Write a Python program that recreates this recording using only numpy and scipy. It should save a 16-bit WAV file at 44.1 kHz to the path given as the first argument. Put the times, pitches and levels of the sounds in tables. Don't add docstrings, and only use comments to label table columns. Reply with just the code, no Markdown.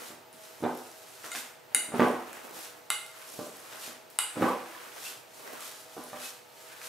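import sys
import numpy as np
from scipy import signal
from scipy.fft import rfft, irfft
from scipy.io import wavfile
from scipy.ndimage import uniform_filter1d

SR = 44100
rng = np.random.default_rng(int(sys.argv[2]) if len(sys.argv) > 2 else 0)


def undo_db(level):
    steps = np.asarray(level, float) / 20
    return 10 ** steps


def wrap_up_sound(samples):
    columns = np.atleast_2d(samples).T
    tamed = np.clip(columns, -1, 1)
    steps = np.round(tamed * 32767).astype(np.int16)
    wavfile.write(sys.argv[1], SR, steps)


N = 303530

# frequency in Hz, likeness from 0 to 1.
SAME_AIR = [(130, 0.49), (300, 0.042), (1000, 0.045), (3000, 0.58), (14000, 0.71)]


def evened(x):
    return x / np.sqrt(np.mean(x ** 2) + 1e-20)


def read(points, hz):
    f, value = np.transpose(points)
    return np.interp(np.log(hz + 1), np.log(f + 1), value)


def add(mix, s, sound):
    part = mix[round(s * SR):][:len(sound)]
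    part += sound[:len(part)]


def coloured(x, points):
    half = read(points, np.fft.rfftfreq(4096, 1 / SR)) / 20 * np.log(10)
    log_gain = np.r_[half, half[-2:0:-1]]
    taps = np.fft.ifft(np.exp(np.conj(signal.hilbert(log_gain)))).real[:2048]
    taps = taps.reshape((1,) * (x.ndim - 1) + (-1,))
    return signal.oaconvolve(x, taps, axes=-1)[..., :x.shape[-1]]


def ring(hz, db, t60, size):
    t = np.arange(size)[:, None] / SR
    return (undo_db(db - 60 * t / t60) * np.sin(2 * np.pi * hz * t)).sum(1)


def diffuse(pair, likeness):
    same = np.clip(read(likeness, np.fft.rfftfreq(pair.shape[1], 1 / SR)), 0, 1)
    a, b = rfft(pair)
    shared, own = np.sqrt((1 + same) / 2) * a, np.sqrt((1 - same) / 2) * b
    return irfft(np.array([shared + own, shared - own]), pair.shape[1])


def kitchen():
    # frequency in Hz, level in dB per Hz.
    air_colour = [(40, -55), (75, -3), (105, -10.5), (200, -20), (330, -11.5), (500, -10.5), (700, -9.5),
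                  (1000, -14.5), (2500, -19.5), (12500, -32.5), (16000, -33)]
    # frequency in Hz, level in dB rms.
    hum = [(396, -73), (490, -66), (641, -63), (765, -72.5), (852, -68), (926, -69.5), (1290, -74.5),
           (13680, -71.5)]
    t = np.arange(N) / SR
    hiss = evened(coloured(rng.standard_normal((2, N)), air_colour))
    air = undo_db(-54.5) * diffuse(hiss, SAME_AIR)
    for hz, db in hum:
        drift = np.cumsum(uniform_filter1d(rng.standard_normal(N), 2000)) * 0.00001 * hz
        waver_db = 3 * evened(uniform_filter1d(rng.standard_normal(N), 4000))
        air = air + undo_db(db + 2.5 + waver_db) * np.sin(2 * np.pi * hz * t + drift)
    return air


def grains(per_s, spread_db):
    size = undo_db(spread_db * np.minimum(rng.exponential(1, (2, N)), 4)) * rng.standard_normal((2, N))
    return size * (rng.random((2, N)) < per_s / SR)


def strokes(table, level_db, linger):
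    rise_db, release_db_per_s = 21.5, 163
    t = np.arange(0, N + 64, 64) / SR
    s, hold, _, rise, _ = np.transpose(table)[..., None]
    before_db = rise_db * np.maximum(s - t, 0) / rise
    after_db = linger * release_db_per_s * np.maximum(t - s - hold, 0)
    power = (undo_db(level_db[:, None] - before_db - after_db) ** 2).sum(0)
    return np.interp(np.arange(N) / SR, t, np.sqrt(power))


def kneading():
    # frequency in Hz, dB per Hz.
    rustle_colour = [(1470, -36.5), (2500, -8), (2740, -7.5), (3690, -5.5), (7080, -5.5), (12400, -7.5),
                     (15000, -13), (16000, -68)]
    scrape_colour = [(300, -31), (700, -8.5), (1300, 1), (2500, -4.5), (4000, -13), (7000, -21.5)]
    push_colour = [(60, -4), (110, -22.5), (250, -5), (500, -1.5), (900, -3.5), (1800, -21)]
    # full speed reached in seconds, hold in seconds, rustle in dB,
    # rise in seconds, weight on the glass in dB over the rustle.
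    rakes = [(.075, 0.0056, -48.5, 0.59, -8.5), (.335, 0.016, -60, .02, -6), (.44, 0.01, -52.5, 0.12, -4.5),
             (.5, 0.26, -59, 0.087, -4), (.775, 0.41, -56, 0.38, -4.5), (1.25, 0.013, -48, 0.1, -1.5),
             (1.368, 0.006, -39, 0.096, -10.5), (1.97, 0.11, -52, 0.074, 8.5), (2.2, 0.25, -59, 0.29, 5),
             (2.561, 0.095, -47.5, 0.073, -5), (3.32, 0.16, -51, 0.63, -14), (3.55, 0.29, -56, 0.15, -11),
             (3.84, 0.034, -45.5, 0.26, -5), (4.105, .07, -61.5, .02, -7), (4.44, 0.051, -49, 0.24, 6),
             (4.7, 0.21, -55.5, 0.73, 4), (5.05, 0.031, -42, 0.17, -7), (5.35, 0.14, -55, 0.11, -15),
             (5.62, 0.073, -47, 0.16, -4.5), (5.78, 0.034, -53, 0.35, -21), (5.97, 0.15, -54.5, 0.45, -4),
             (6.23, 0.048, -44, 0.14, -18), (6.6, 0.13, -55.5, 0.22, -5), (6.86, .02, -45, 0.15, -9)]
    # full weight reached in seconds, hold in seconds, drag on the glass in dB,
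    # rise in seconds, push on the table in dB over the drag.
    presses = [(.02, 0.01, -50.5, 0.48, 2), (.36, 0.069, -77, .05, 1), (1.76, 0.1, -55, 0.12, 3.5),
               (2.3, 0.068, -54, 0.13, 1.5), (2.46, 0.11, -59, 0.13, 10), (2.74, 0.014, -62.5, 0.06, 6),
               (3.21, 0.011, -51.5, 0.29, -40), (3.3, 0.12, -71, 0.043, 17.5),
               (3.74, 0.019, -52, 0.62, -4.5), (4.76, 0.06, -59, 0.27, 2.5), (4.97, 0.024, -53.5, 0.066, 2),
               (5.17, 0.017, -68, 0.16, 10), (5.47, 0.087, -51, 0.21, 2.5), (6.17, 0.053, -48, 0.072, -7),
               (6.7, 0.21, -54.5, 0.11, -8)]
    rustle_db, weight_db = np.transpose(rakes)[2::2]
    drag_db, lean_db = np.transpose(presses)[2::2]
    glass_db = rustle_db + weight_db
    scrape_db = np.r_[glass_db, drag_db]
    push_db = np.r_[-70 + 0.64 * (glass_db + 70), drag_db + lean_db]
    flutter = uniform_filter1d(uniform_filter1d(rng.standard_normal(N), 600), 600)
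    flutter_db = 0.7 * evened(flutter)
    both = rakes + presses
    rustle = evened(coloured(grains(9000, 0.63), rustle_colour)) * strokes(rakes, rustle_db, linger=1)
    scrape = evened(coloured(grains(3000, 0.96), scrape_colour)) * strokes(both, scrape_db, linger=0.6)
    push = evened(coloured(grains(1200, 0.79), push_colour)) * strokes(both, push_db, linger=0.8)
    return diffuse(undo_db(flutter_db) * (rustle + scrape + push), SAME_AIR)


def knocks():
    # start in seconds, peak in dB, pitch of the push in Hz, chatter in dB over it.
    blows = [(0.105, -37, 332, -2), (0.343, -46.5, 245, -10), (0.606, -36, 394, -8),
             (.625, -24.5, 279, -2.5), (0.6374, -14.5, 473, -4.5), (.655, -43, 765, -14),
             (1.242, -45.5, 750, 7.5), (1.348, -47, 740, 12), (1.747, -39.5, 320, -3),
             (1.889, -35, 304, -9), (1.92, -33, 350, 3), (1.9403, -19.5, 274, -2), (1.996, -7.5, 366, -8),
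             (2.017, -16.5, 450, 2), (2.031, -22, 1030, -20), (2.048, -20, 415, -25), (2.169, -36, 443, 0),
             (3.3913, -23, 340, -9), (3.407, -39, 500, -13), (3.47, -40, 530, -3), (3.728, -41, 617, -1),
             (3.878, -45.5, 333, 6), (4.357, -37, 400, 5), (4.37, -21.5, 277, -4), (4.412, -16.5, 270, -24),
             (4.422, -12, 383, 5.5), (4.428, -14.5, 530, -4), (4.439, -19, 570, 0.5),
             (5.967, -31.5, 520, -13), (5.973, -38, 423, 5), (5.98, -37, 454, 0), (5.992, -38, 750, -4),
             (6.13, -38.5, 487, 3.5)]
    # level in dB and t60 in seconds in each row, then their frequencies in Hz.
    modes = [(2, 0.084), (-33, 0.03), (0, 0.54), (-4.5, 0.38), (-7, 0.3), (-6.5, 0.22), (-5, 0.25),
             (-4, .2), (3, .12), (-17, 0.15), (-1, 0.13), (-3.5, 0.13), (-12, 0.16), (-1.5, 0.09),
             (-2, 0.03), (-19, 0.042), (-6, 0.038), (-30, 0.021), (-13, .014), (-25, .012)]
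    mode_hz = [115, 200, 250, 325, 362, 397, 456, 543, 592, 688, 770, 826, 906, 1005, 1193, 1290, 1440,
               1650, 2200, 3000]
    # frequency in Hz, level in dB.
    grit_colour = [(500, -29), (1300, -10), (2300, 6), (3500, 1), (5500, -8), (9000, -32)]
    direct, force, grit = np.zeros((3, N))
    t = np.arange(9000) / SR
    gaps = np.diff([row[0] for row in blows], append=N / SR)
    for (s, db, hz, chatter_db), gap in zip(blows, gaps):
        u = t * hz
        push = np.sin(2 * np.pi * u) * np.tanh(2.1 * u) * np.exp(-(u / 0.84) ** 2)
        add(direct, s, -0.8 * undo_db(db) * push)
        contact_hz = 990 * (hz / 350) ** 0.6 * undo_db(0.087 * (db + 8.5))
        contact = np.sin(np.pi * np.minimum(1.77 * t[:300] * contact_hz, 1)) ** 2
        add(force, s, -0.6 * undo_db(db) * contact / contact.sum())
        t60 = min(0.1, 6.1 * gap)
        hits = (rng.random(9000) < 500 / SR) * rng.uniform(-1, 1, 9000)
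        chatter = hits * undo_db(chatter_db + 8 - 60 * t / t60)
        add(grit, s, undo_db(db - 6.5) * chatter)
        rebound = np.gradient(contact)
        rebound = 3.4 * rebound * abs(rebound).sum() / contact.sum()
        add(force, s, undo_db(db) * signal.fftconvolve(chatter, rebound)[:9000])
    hz, (db, t60) = np.array(mode_hz), np.transpose(modes)
    t60 = np.minimum(t60, 85 / hz)
    top = ring(hz, db, t60, size=14000)
    for near in rng.uniform(0.799, 1.24, (6, len(hz))):
        top[:9000] += ring(hz * near, db - 7, t60 * 0.49, size=9000)
    return direct + coloured(grit, grit_colour) + undo_db(-25.5) * signal.fftconvolve(force, top)[:N]


def snaps():
    # start in seconds, peak in dB, pitch in Hz.
    smears = [
        (4.3, -37, 1800),
        (5.061, -33, 2780),
        (5.7, -50, 1600),
    ]
    single = [(0.4369, -46, 4100), (0.6385, -35, 3100), (0.7751, -43, 1450), (1.2416, -28, 1690),
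              (1.261, -34, 6550), (1.3498, -21.5, 1670), (1.3565, -22.5, 2400), (1.3644, -38, 1680),
              (1.9814, -34, 1570), (2.0033, -14.5, 1840), (2.3291, -34, 1510), (3.7254, -30, 1980),
              (4.4383, -30, 2280), (4.9177, -48, 2050), (5.475, -33, 1550), (6.571, -41, 2440),
              (6.8154, -30.5, 2040)]
    ticks = [(0.3292, -33.5, 9990), (0.6194, -34.5, 7100), (0.7746, -26, 11800), (0.9157, -31, 6820),
             (1.9744, -37, 6450), (2.0844, -25, 10500), (2.1144, -29, 9430), (2.33, -26.5, 7500),
             (3.0644, -26, 8900), (3.0824, -46, 9940), (3.1882, -34, 9800), (3.3017, -31, 7000),
             (3.3214, -25, 10700), (3.4644, -32, 12800), (3.5693, -30.5, 11300), (4.102, -30, 12000),
             (5.607, -27, 10500), (6.0394, -26.5, 10700)]
    out, t = np.zeros(N), np.arange(6000) / SR
    for table, t60 in [(smears, 0.055), (single, 0.011), (ticks, 0.0022)]:
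        for s, db, hz in table:
            fade = undo_db(-60 * t / t60) * np.minimum(8 * t / t60, 1)
            burst = np.diff(rng.standard_normal(6000) * fade, prepend=0)
            pitched = np.convolve(burst, ring(hz, 0, 5 / hz, size=400))[:6000]
            mixed = 0.23 * burst / abs(burst).max() + 0.7 * pitched / abs(pitched).max()
            add(out, s, undo_db(db) * mixed)
    return out


def blips(table, rise_s, trim_db=0):
    out, t = np.zeros(N), np.arange(4000) / SR
    u = t / rise_s
    for s, db, hz in table:
        tone = np.sin(2 * np.pi * hz * t * (1 - 0.042 * u / (1 + u)))
        add(out, s, undo_db(db + trim_db) * u * np.exp(1 - u) * tone)
    return out


def specks():
    # start in seconds, peak in dB, pitch in Hz.
    patter = [(0.4371, -37, 9140), (0.6048, -40, 10400), (0.6462, -40, 8610), (0.7504, -35, 12500),
              (0.7744, -41, 13800), (0.9435, -43, 11100), (0.9844, -40, 11100), (1.1046, -40, 11400),
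              (1.2553, -41, 8700), (1.3166, -34, 8210), (3.1881, -45, 9710), (3.2994, -33, 9530),
              (3.3253, -37, 10700), (3.3757, -37, 13800), (3.4645, -38, 8410), (3.5693, -40, 11300),
              (3.6022, -34, 10600), (3.7314, -35, 8220), (3.7758, -37, 9470), (3.8157, -34, 9260),
              (3.473, -38, 10500), (3.511, -40, 9000), (1.9, -37, 8500)]
    flicks = [(4.6664, -41, 3410), (4.7764, -35, 3630), (4.8494, -42, 3550), (4.9197, -36, 3020),
              (4.9744, -39, 6310), (5.3064, -47, 3570), (5.3444, -39, 7710), (5.475, -33, 5830),
              (5.6224, -34.5, 3130), (5.9234, -39, 3250), (6.176, -34, 3440), (6.4534, -49, 3750),
              (6.501, -43, 4390), (6.577, -41, 4540), (6.7924, -36, 3960)]
    return blips(patter, 0.0004, -7) + blips(flicks, 0.00047, -7)


def bounces():
    # start in seconds, peak in dB, pitch in Hz.
    landings = [(.627, -29, 336), (.639, -29, 504), (.6395, -45, 2300), (.641, -44, 3670), (.644, -33, 455),
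                (1.941, -23, 420), (1.999, -17, 302), (2.004, -40, 1300), (3.392, -36, 443),
                (3.394, -43, 880), (4.371, -29.5, 500), (4.373, -35, 1230), (4.423, -22, 332),
                (4.425, -29, 1360), (4.426, -41, 3850), (4.431, -24, 593), (4.455, -26, 970),
                (5.968, -37, 407), (5.968, -37, 750), (5.974, -37, 405), (6.009, -43, 1160)]
    later = [(0.651, -29, 380), (.668, -29, 846), (.699, -34.5, 840), (0.661, -22.5, 752),
             (0.675, -27.5, 390), (0.686, -28, 940), (0.697, -32, 750), (0.706, -42, 450),
             (0.719, -39, 360), (0.72, -38, 1310), (0.73, -43, 935), (0.732, -45, 370), (1.951, -29, 405),
             (1.961, -30, 380), (1.982, -31, 445), (2.015, -14.5, 360), (2.031, -27, 445),
             (2.049, -21, 390), (2.059, -24, 820), (2.061, -26, 302), (2.072, -22, 740), (2.09, -38, 700),
             (2.093, -38, 390), (2.101, -22.5, 576), (2.109, -34, 417), (2.115, -35, 814),
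             (2.127, -47, 370), (2.141, -32, 330), (2.151, -33, 1110), (3.404, -33, 280), (3.414, -47, 533),
             (3.43, -47, 335), (3.443, -41, 625), (3.466, -38.5, 640), (3.488, -50, 430), (4.395, -25, 296),
             (4.398, -33, 716), (4.438, -19, 286), (4.448, -29, 830), (4.463, -27, 540), (4.472, -23, 1090),
             (4.475, -30, 570), (4.482, -33, 710), (4.484, -20.5, 1190), (4.501, -26.5, 514),
             (4.501, -27, 945), (4.511, -25.5, 1040), (4.516, -43, 520), (4.533, -28.5, 1000),
             (4.546, -31, 600), (4.553, -46, 990), (4.562, -33.5, 480), (5.988, -37, 300),
             (5.996, -45, 795), (6.002, -44, 640), (6.017, -55, 634), (6.042, -45, 650), (6.06, -56, 338),
             (6.061, -54, 960)]
    return blips(landings, 0.002) + blips(later, 0.0029)


def clinks():
    starts = [1.3168, 1.7469, 2.9024, 4.1877]
    # peak in dB, crack in dB over the ring, the hand's factor on t60, crack tilt in dB per octave.
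    hits = [
        (-24.5, -9, 1.3, 3),
        (-10, 6.5, 0.83, 1.5),
        (-13.5, 1.5, 0.76, -2),
        (-8, -3, 0.34, -2.5),
    ]
    # crack t60 in seconds, factor on t60 of low modes, ring stopped after seconds.
    grips = [
        (.006, 0.39, .06),
        (0.008, 0.65, .13),
        (0.0091, 1.8, 0.15),
        (0.0091, 0.92, .2),
    ]
    # t60 in seconds, then dB at each clink's own spot in each row, then their frequencies in Hz.
    modes = [(0.027, -22, -33, -14, -30), (0.022, -30, -24, -10, -23), (0.084, -30, -20, -15, -31),
             (0.13, -23, -16, -13, -11), (0.15, -6, -14, -9.5, -9.5), (0.18, -3.5, -6.5, -5.5, -8.5),
             (0.29, -13, -11.5, -8.5, -7), (0.062, -5, -5.5, -2, -1.5), (0.065, -13, -10, -9, -5),
             (0.071, -24, -15, -16, -34), (0.04, 1.5, -0.5, -4.5, 1), (0.058, -12, -5, -8, -2),
             (0.071, -3, -13, -4, -3), (0.053, -14, -3, -14, 0), (0.07, -13, -3, -11, 0.5),
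             (0.014, -20, -17, 9, -15), (0.13, -18, -6, -15, -8), (0.017, -20, -12, -25, 13.5),
             (0.054, -20, -6, -6, -9), (0.024, -27, -10, -20, -7), (.22, -40, -25, -36, -30)]
    mode_hz = [2530, 1060, 1200, 825, 1398, 2100, 2898, 3785, 4735, 5850, 7000, 7950, 8250, 8660, 9580,
               10100, 10630, 11200, 11810, 13070, 14950]
    # frequency in Hz, level in dB.
    crack_colour = [(500, -30), (1050, 0), (1700, -9), (2700, -8), (4500, -16), (5800, -22), (7200, -5),
                    (9000, 6.5), (12000, -9.5), (13800, -32), (15000, -21), (16000, -53)]
    fizz_colour = [(1200, -21), (1800, -12), (2600, 7), (3300, -3), (5500, -10), (6500, -5), (11000, -3.5),
                   (14000, -11.5)]
    fizz_levels = [-22, -19, -14.5, -24]
    cracks, rims = np.zeros((2, N))
    hz, (t60, *levels) = np.array(mode_hz), np.transpose(modes)
    t = np.arange(12000) / SR
    rise = np.minimum(t / 0.00052, 1) ** 2
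    for s, hit, grip, mode_db, fizz_db in zip(starts, hits, grips, levels, fizz_levels):
        db, crack_db, damp, tilt_db = hit
        crack_t60, low, stop_s = grip
        split, twin = rng.standard_normal((2, len(hz)))
        long_t60 = t60 * damp * np.where(hz < 3300, low, 1)
        rim = ring(hz, mode_db, long_t60, size=12000)
        rim += 0.53 * ring(hz * (1 + 0.0029 * twin), mode_db, 0.34 * long_t60, size=12000)
        rim *= undo_db(-900 * np.maximum(t - stop_s, 0))
        rim += 4.34 * ring(hz * (1 + 0.0023 * split), mode_db, t60 * damp * 0.22, size=12000)
        noise = rng.standard_normal(12000)
        colour = [(f, level + tilt_db * np.log2(f / 5000)) for f, level in crack_colour]
        crack = coloured(np.sign(noise) * undo_db(-60 * t / crack_t60) * rise, colour)
        fizz = coloured(noise[::-1] * undo_db(-60 * t / 0.11) * rise, fizz_colour)
        add(rims, s, undo_db(db + fizz_db) * fizz / abs(fizz).max())
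        add(rims, s, 0.087 * undo_db(db) * rise * rim)
        add(cracks, s, undo_db(db + crack_db) * crack / abs(crack).max())
    return cracks, rims


def squeaks():
    # start in seconds, peak in dB, pitch in Hz.
    slips = [
        (5.048, -46, 2750),
        (5.06, -39, 2800),
        (5.072, -45, 2780),
        (6.235, -44, 2660),
        (6.25, -48, 2680),
        (6.25, -49, 3870),
        (1.34, -42, 735),
    ]
    return blips(slips, 0.0075)


def pops():
    # start in seconds, peak in dB, pitch in Hz.
    pockets = [(4.749, -32, 1800), (4.7625, -31, 1100), (4.8618, -43, 1590), (4.9162, -47, 2050),
               (4.981, -35, 1660), (5.0015, -48, 1170), (5.3883, -51, 1270), (5.4287, -45, 1240),
               (5.4701, -37, 1920), (5.4981, -46, 1640), (5.5948, -34, 1290), (5.6238, -36, 1300),
               (6.1012, -48, 934), (6.1546, -46, 1430), (6.1726, -44, 3430), (3.5522, -51, 1300),
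               (3.5627, -43, 1220), (3.647, -39.5, 1270), (3.7253, -34, 2030), (3.7722, -36, 1185),
               (3.8361, -35, 2920), (3.86, -33, 2560), (2.1948, -32, 1100), (2.2208, -34, 1200),
               (2.2946, -40, 1900), (2.3405, -36, 930), (2.4787, -37, 1460), (2.6239, -47, 1080)]
    return blips(pockets, 0.0013, -7)


def walls(x):
    # frequency in Hz, t60 in seconds.
    decay = [(100, 0.17), (300, 0.54), (1000, 0.58), (3000, 0.5), (8000, 0.5), (14000, 0.34)]
    # frequency in Hz, likeness from 0 to 1.
    likeness = [(100, 0.97), (500, 0.85), (2000, 0.75), (8000, 0.45), (14000, 0.087)]
    first = 260
    taps = np.zeros((2, SR))
    slots = np.arange(first, SR - 20, 14)
    at = slots + rng.integers(0, 14, (2, len(slots)))
    np.put_along_axis(taps, at, rng.choice([-1., 1.], at.shape), 1)
    hz, t, z = signal.stft(diffuse(taps, likeness), SR, nperseg=256)
    tail = signal.istft(z * undo_db(-60 * t / read(decay, hz)[:, None]), SR, nperseg=256)[1]
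    tail[:, :first] = 0
    return signal.fftconvolve(x[None], tail / np.linalg.norm(tail[0]), axes=1)[:, :N]


def scene():
    air, hands, wood, crumbs = kitchen(), kneading(), knocks(), snaps()
    taps = specks() + bounces() + squeaks() + pops()
    cracks, rims = clinks()
    wet = undo_db(-3.5) * cracks + undo_db(1) * rims + undo_db(1.87) * wood
    wet += undo_db(1) * crumbs + undo_db(-5.5) * hands[0] + undo_db(-8) * taps
    return cracks + rims + wood + taps + crumbs + walls(wet) + undo_db(2) * hands + air


def roll_off(x):
    return signal.sosfilt(signal.butter(12, 16500, fs=SR, output="sos"), x)


def record(dry):
    # frequency in Hz, left minus right in dB.
    lean = [(60, -2.5), (240, -2), (950, -1), (3770, -0.5), (15000, 0.1)]
    # frequency in Hz, gain in dB.
    low_cut = [(25, -42), (60, -25), (80, -24.5), (97, -9), (130, -1)]
    hz = np.fft.rfftfreq(N, 1 / SR)
    colour = undo_db(np.outer([0.5, -0.5], read(lean, hz)) + read(low_cut, hz)) * (hz < 15720)
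    rumble = signal.lfilter([1], [1, -0.98], rng.standard_normal(dry.shape))
    mix = irfft(rfft(dry) * colour, N) + undo_db(-114) * rumble
    return roll_off(mix)


dry = scene()
out = record(dry)
wrap_up_sound(out)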